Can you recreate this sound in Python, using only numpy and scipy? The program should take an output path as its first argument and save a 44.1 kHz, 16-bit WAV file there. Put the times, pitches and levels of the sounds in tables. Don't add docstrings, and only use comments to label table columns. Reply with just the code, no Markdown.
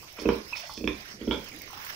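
import sys
import numpy as np
from scipy import signal
from scipy.fft import rfft, irfft
from scipy.io import wavfile
from scipy.ndimage import uniform_filter1d

SR = 44100
rng = np.random.default_rng(int(sys.argv[2]) if len(sys.argv) > 2 else 0)


def to_wav(sig):
    pcm = np.clip(np.atleast_2d(sig), -1, 1) * 32767
    pcm = np.round(pcm).astype(np.int16)
    wavfile.write(sys.argv[1], SR, pcm.T)


N = 85995
FRAMES, BIN_HZ = N // 128 + 5, np.fft.rfftfreq(512, 1 / SR)
CREST_DB = 5


def amp(db):
    return 10 ** (np.asarray(db) / 20)


def unit_rms(x):
    return x / np.sqrt(np.mean(x ** 2) + 1e-20)


def wander(length, span):
    return unit_rms(uniform_filter1d(rng.standard_normal(length), size=span))


def at_hz(table, hz):
    freqs, values = np.transpose(table)
    return np.interp(np.log(hz + 1), np.log(freqs + 1), values)


def envelope(table, column):
    times, db = np.array(table).T[[0, column]]
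    return amp(np.interp(np.arange(N) / SR, [times[0] - .012, *times, times[-1] + .012], [-90, *db, -90]))


def resonate(x, hz, *widths):
    turn = np.exp(2j * np.pi * np.cumsum(hz * np.ones(len(x))) / SR)
    for width in widths:
        pole = np.exp(-np.pi * width / SR)
        x = 2 * (turn * signal.lfilter([1 - pole], [1, -pole], x / turn)).real
    return x


def ring(x, hz, width):
    return resonate(x, hz, width) / (2 * np.pi * width / SR)


def trail(x, seconds):
    return signal.lfilter([1], [1, -np.exp(-1 / (seconds * SR))], x)


# (frequency [Hz], correlation [-1 to 1])
PORT_LIKENESS = [(60, 0.97), (180, 0.64), (550, 0.88), (1650, -0.65), (4970, -0.19), (15000, 0.026)]
def stereo_noise(colour, patchy_db, flicker_db, drift_db=0):
    a, b, c, d, patches = rng.standard_normal((FRAMES, 257, 5)).T
    patches = unit_rms(uniform_filter1d(uniform_filter1d(patches, size=8, axis=0), size=16, axis=1))
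    patches *= np.clip(BIN_HZ / 400, 0, 1)[:, None]
    likeness = np.clip(at_hz(PORT_LIKENESS, BIN_HZ), -1, 1)[:, None]
    left = a + 1j * b
    right = likeness * left + np.sqrt(1 - likeness ** 2) * (c + 1j * d)
    db = at_hz(colour, BIN_HZ)[:, None] + patchy_db * patches + flicker_db * wander(FRAMES, 3) + drift_db
    return signal.istft(np.array([left, right]) * amp(db), nperseg=512, noverlap=384)[1][:, :N]


# (frequency [Hz], relative level [dB])
YARD_COLOUR = [(25, -14), (60, -19), (95, -6.5), (140, -19.5), (280, -13), (600, -17), (1000, -21),
               (1300, -18), (2300, -16), (3400, -22.5), (5400, -15.5), (7000, -29.5), (9000, -34.5),
               (14000, -30.5), (14900, -48), (15600, -57)]
# (time [s], bass [dB], middle [dB], treble [dB])
YARD_DRIFT = [(0.0, -56.5, -50.5, -51.5), (0.216, -72.5, -48, -56), (0.346, -43, -40, -51.5),
              (0.46, -57, -50, -52.5), (0.64, -65, -43, -51.5), (0.776, -63, -64, -54),
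              (0.982, -88, -45.5, -54.5), (1.118, -53.5, -46, -50.5), (1.194, -58, -53, -57),
              (1.34, -38, -49, -52), (1.466, -55.5, -45.5, -52), (1.656, -56.5, -47, -55),
              (1.83, -60.5, -49, -54), (1.95, -60.5, -44, -45.5)]
def yard(level_db=-47.5, bass_from_hz=150, middle_from_hz=600.4, treble_from_hz=4080):
    times, *levels = np.transpose(YARD_DRIFT)
    t = np.arange(FRAMES) * 128 / SR
    drift_db = np.array([0 * t] + [np.interp(t, times, db - np.median(db)) for db in levels])
    band = np.searchsorted([bass_from_hz, middle_from_hz, treble_from_hz], BIN_HZ)
    hiss = stereo_noise(YARD_COLOUR, patchy_db=2.86, flicker_db=1.0, drift_db=drift_db[band])
    return amp(level_db) * hiss


# (time [s], peak level [dB])
CLEAR_TICKS = [(0.026, -34), (0.1276, -31), (0.2131, -30.5), (0.2818, -35), (0.588, -41), (0.737, -30),
               (1.2336, -35.5), (1.3493, -50), (1.4431, -29.5), (1.487, -30), (1.542, -35), (1.5622, -30.5),
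               (1.588, -31), (1.6184, -25.5), (1.707, -39), (1.7534, -55), (1.8292, -50.5), (1.8482, -27.5)]
# (frequency [Hz], relative level [dB])
TICK_COLOUR = [(6000, -13), (9000, -12.5), (12000, -7.5), (14000, -13.5), (14800, -4), (15600, 1.5)]
def ticks(t60_s=0.024, faint_per_s=120, faint_db=-51):
    onsets = amp(faint_db + 1.5 * rng.exponential(1, N).clip(0, 3))
    onsets *= rng.random(N) < faint_per_s / SR
    for time, db in CLEAR_TICKS:
        onsets[round(time * SR)] = amp(db - CREST_DB)
    decays = signal.lfilter([1], [1, -amp(-60 / (t60_s * SR))], onsets)
    return decays * unit_rms(stereo_noise(TICK_COLOUR, patchy_db=4.8, flicker_db=0))


# (time [s], peak level [dB], pitch [Hz], t60 [s])
PEN_KNOCKS = [(0.028, -39.5, 1050, 0.048), (.166, -44, 1380, 0.11), (.172, -43, 583, 0.15),
              (.627, -39.5, 660, 0.15), (.693, -27.5, 1024, 0.03), (0.719, -47, 3860, 0.091),
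              (1.135, -38, 207, 0.031), (1.516, -39.5, 2170, 0.08), (1.543, -39, 285, 0.099),
              (1.61, -41, 2090, 0.15), (1.7, -35.5, 1044, 0.055), (1.729, -34, 780, 0.044),
              (1.73, -34.5, 1280, 0.017)]
def knocks(attack_s=0.0014):
    out, t = np.zeros(N + SR), np.arange(SR // 4) / SR
    for time, db, hz, t60 in PEN_KNOCKS:
        shape = amp(db - CREST_DB - 60 * t / t60) * np.minimum(t / attack_s, 1)
        burst = resonate(rng.standard_normal(len(t)) * shape, hz, .12 * hz, .3 * hz)
        out[round(time * SR):][:len(t)] += unit_rms(burst) * np.sqrt(np.mean(shape ** 2))
    return out[:N]


# (time [s], whistle level [dB], hiss level [dB])
BREATHS = [
    [(0.18, -75, -67), (0.186, -43, -70.5), (0.192, -42, -52), (0.2, -61, -41.5), (0.25, -56, -63)],
    [(0.558, -36, -47), (0.568, -51, -41.5), (0.616, -62, -48), (0.634, -71, -57), (0.68, -52, -45.5)],
    [(0.7, -57, -52), (0.722, -74, -49.5), (0.768, -77, -51.5), (0.774, -55, -41.5), (0.8, -86, -64)],
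]
# (frequency [Hz], width [Hz], relative level [dB])
WHISTLE_MODES = [(2280, 670, 15), (1000, 450, 9)]
HISS_MODES = [(3460, 900, -2.4), (4430, 820, -0.45), (5130, 680, -0.3)]
def sniff(grit_db=2.0):
    air = rng.standard_normal(N) * amp(grit_db * wander(N, 120))
    out = np.zeros(N)
    for column, modes in ((1, WHISTLE_MODES), (2, HISS_MODES)):
        tube = sum(amp(db) * unit_rms(resonate(air, hz, width, width)) for hz, width, db in modes)
        out += sum(envelope(breath, column) for breath in BREATHS) * unit_rms(tube)
    return out


# (snap time [s], flap period [s], effort [dB], lead-in gain [dB], its growth per flap [dB],
#  its delay [s], its mouth opening [dB], nostril blip [dB], snap push [dB], upper snout [dB],
#  rasp [dB], crack [dB], four mouth resonances [Hz], their four gains [dB])
PIG_GRUNTS = [(.289, .0325, -19, -19, 3, -.004, -15, -3.5, -0.5, 3.5, -32.5, -17.5, 1000, 1490, 2380, 3150, 0, -5, -5.5, -8.5),
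              (.875, .0334, -22.5, -11, 3.5, .001, -26.5, -8, -1.5, -1.5, -32, -11.5, 1030, 1750, 2440, 3555, -4, -6.5, 4.5, 2),
              (1.310, .0333, -21, -8, -18, .003, -29, -24, -4.5, -1.5, -24, -33, 897, 1390, 2290, 3350, -6.5, -7, -8, 0.5)]
# (strength [dB], mouth opening [dB], lead-in opening [0-1])
THROAT_FLAPS = [(-1.5, 20, 1), (0, 1, 1), (-0.5, -5, 0.31), (0, 5.5, 0.09), (-19.5, 2, 0)]
# (frequency [Hz], width [Hz], gain [dB])
SNOUT_MODES = [(207, 38.7, -4), (289.3, 60, 2.5), (387.6, 46, 0.5), (468, 63.6, 2.5)]
CHEST_MODES = [(57.7, 25, -59), (89, 24.6, -69.5)]
def grunt(snap_s, period_s, effort_db, lead_db, growth_db, delay_s, lead_open_db,
          blip_db, snap_db, upper_db, rasp_db, crack_db, *mouth):
    length, margin_s, jitter_db, murmur_db = SR // 2, .01, .8, -37.5
    upper_snout_hz, nostril_hz, crack_hz = 350, 2550, 5420
    push, click = np.zeros((2, length))
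    for k, (strength_db, open_db, lead_share) in enumerate(THROAT_FLAPS):
        leading = k < 2
        at = round((k * period_s + margin_s + leading * delay_s) * SR)
        db = effort_db + strength_db + jitter_db * rng.standard_normal()
        db += leading * (lead_db + k * growth_db)
        push[at] = amp(db + (k == 3) * snap_db)
        click[at] = amp(db + open_db + lead_share * lead_open_db)
    snout_air, mouth_air = rng.standard_normal((2, length))

    breathy = push + amp(murmur_db) * trail(push, seconds=0.022) * snout_air
    snout = sum((-1) ** k * amp(db + (hz > upper_snout_hz) * upper_db) * ring(breathy, hz, width)
                for k, (hz, width, db) in enumerate(SNOUT_MODES))
    snout = np.roll(snout, -round(0.00235 * SR))
    soften = np.hanning(round(0.0015 * SR))
    snout = np.convolve(snout, soften / soften.sum())[:length]
    chest = sum(amp(db) * ring(ring(push, hz, 52), hz, width) for hz, width, db in CHEST_MODES)

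    mouth_shut = np.arange(length) < (2.5 * period_s + margin_s) * SR
    blip = amp(blip_db) * ring(resonate(push * mouth_shut, nostril_hz, 330, 330), nostril_hz, width=200)
    crack = amp(crack_db) * ring(resonate(click, crack_hz, 1200), crack_hz, width=220)
    voice = snout + chest + blip + crack

    puffs = click + amp(rasp_db) * trail(click, seconds=0.023) * mouth_air
    flick = 1 - 0.18 * trail(click > 0, seconds=0.0015)
    for hz, db in zip([*mouth[:3], mouth[3] * flick], mouth[4:]):
        voice += amp(db) * ring(resonate(puffs, hz, 610, 600), hz, width=230)
    out, start = np.zeros(N), round((snap_s - 3 * period_s - margin_s) * SR)
    out[start:start + length] = voice
    return out


def squeak(start_s=.529, length_s=.014, from_hz=2620, to_hz=2400, level_db=-28, pop_s=.526, pop_db=-32):
    progress = np.clip((np.arange(N) / SR - start_s) / length_s, 0, 1)
    hz = (from_hz + (to_hz - from_hz) * progress) * (1 + 0.038 * wander(N, 60))
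    swell = np.sqrt(np.sin(np.pi * progress).clip(0))
    tone = swell * np.sin(2 * np.pi * np.cumsum(hz) / SR)
    pop = ring(signal.unit_impulse(N, round(pop_s * SR)), hz=1000, width=81)
    return amp(level_db) * tone + amp(pop_db) * pop


# (time [s], level [dB])
RUSTLE_SWELL = [(1.68, -43), (1.724, -94), (1.73, -41), (1.756, -45.5), (1.9, -36), (1.95, -51)]
# (frequency [Hz], relative level [dB])
RUSTLE_SPECTRUM = [(290, -64), (500, -32), (879, 2), (1610, 1), (4500, -12.5), (5430, -6), (7800, -26),
                   (14700, -16), (15800, -4)]
def rustle():
    return envelope(RUSTLE_SWELL, 1) * unit_rms(stereo_noise(RUSTLE_SPECTRUM, patchy_db=2.2, flicker_db=2.0))


# (frequency [Hz], t60 [s])
PEN_DECAY = [(60, 0.4), (300, 0.23), (1000, 0.37), (3000, 0.32), (8000, 0.23)]
# (frequency [Hz], gain [dB])
WALL_COLOUR = [(60, 5), (300, 3.5), (1000, -2), (3000, -6), (8000, 2)]
def pen(x, shared_below_hz=500):
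    taps = np.zeros((2, SR // 2))
    arrivals = np.arange(120, SR // 2 - 20, 20) + rng.integers(0, 20, (2, (SR // 2 - 121) // 20))
    np.put_along_axis(taps, arrivals, rng.choice([-1., 1.], arrivals.shape), 1)
    hz, t, spectra = signal.stft(taps, SR, nperseg=256)
    spectra[0] = np.where(hz[:, None] < shared_below_hz, spectra[1], spectra[0])
    decay = amp(-60 * t / at_hz(PEN_DECAY, hz)[:, None])
    tail = signal.istft(spectra * decay, SR, nperseg=256)[1]
    colour = amp(at_hz(WALL_COLOUR, np.fft.rfftfreq(tail.shape[1], 1 / SR)))
    tail = irfft(rfft(tail) * colour) / np.linalg.norm(tail[0])
    return signal.fftconvolve(x[None], tail, axes=1)[:, :N]


def scene():
    near = sum(grunt(*row) for row in PIG_GRUNTS) + knocks()
    breath = sniff() + squeak()
    return near + breath + rustle() + pen(near + amp(-0.5) * breath) + ticks() + yard()


# (frequency [Hz], left over right [dB])
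PORT_BALANCE = [(60, -6), (92, -4.5), (140, -2), (210, -2), (330, -6.5), (500, -6), (770, -2), (1170, -3.5),
                (1790, -9.5), (2740, -11.5), (4190, -6.5), (6410, -13.5), (9810, 9), (15000, -13)]
def record(dry, band_limit_hz=15680):
    tilt_db = at_hz(PORT_BALANCE, np.fft.rfftfreq(N, 1 / SR)) / 2
    ports = irfft(rfft(dry) * amp([tilt_db, -tilt_db]), N)
    lowpass = signal.firwin(1023, band_limit_hz, window=("kaiser", 9), fs=SR)
    return signal.oaconvolve(ports, lowpass[None], "same")


dry = scene()
out = record(dry)
to_wav(out)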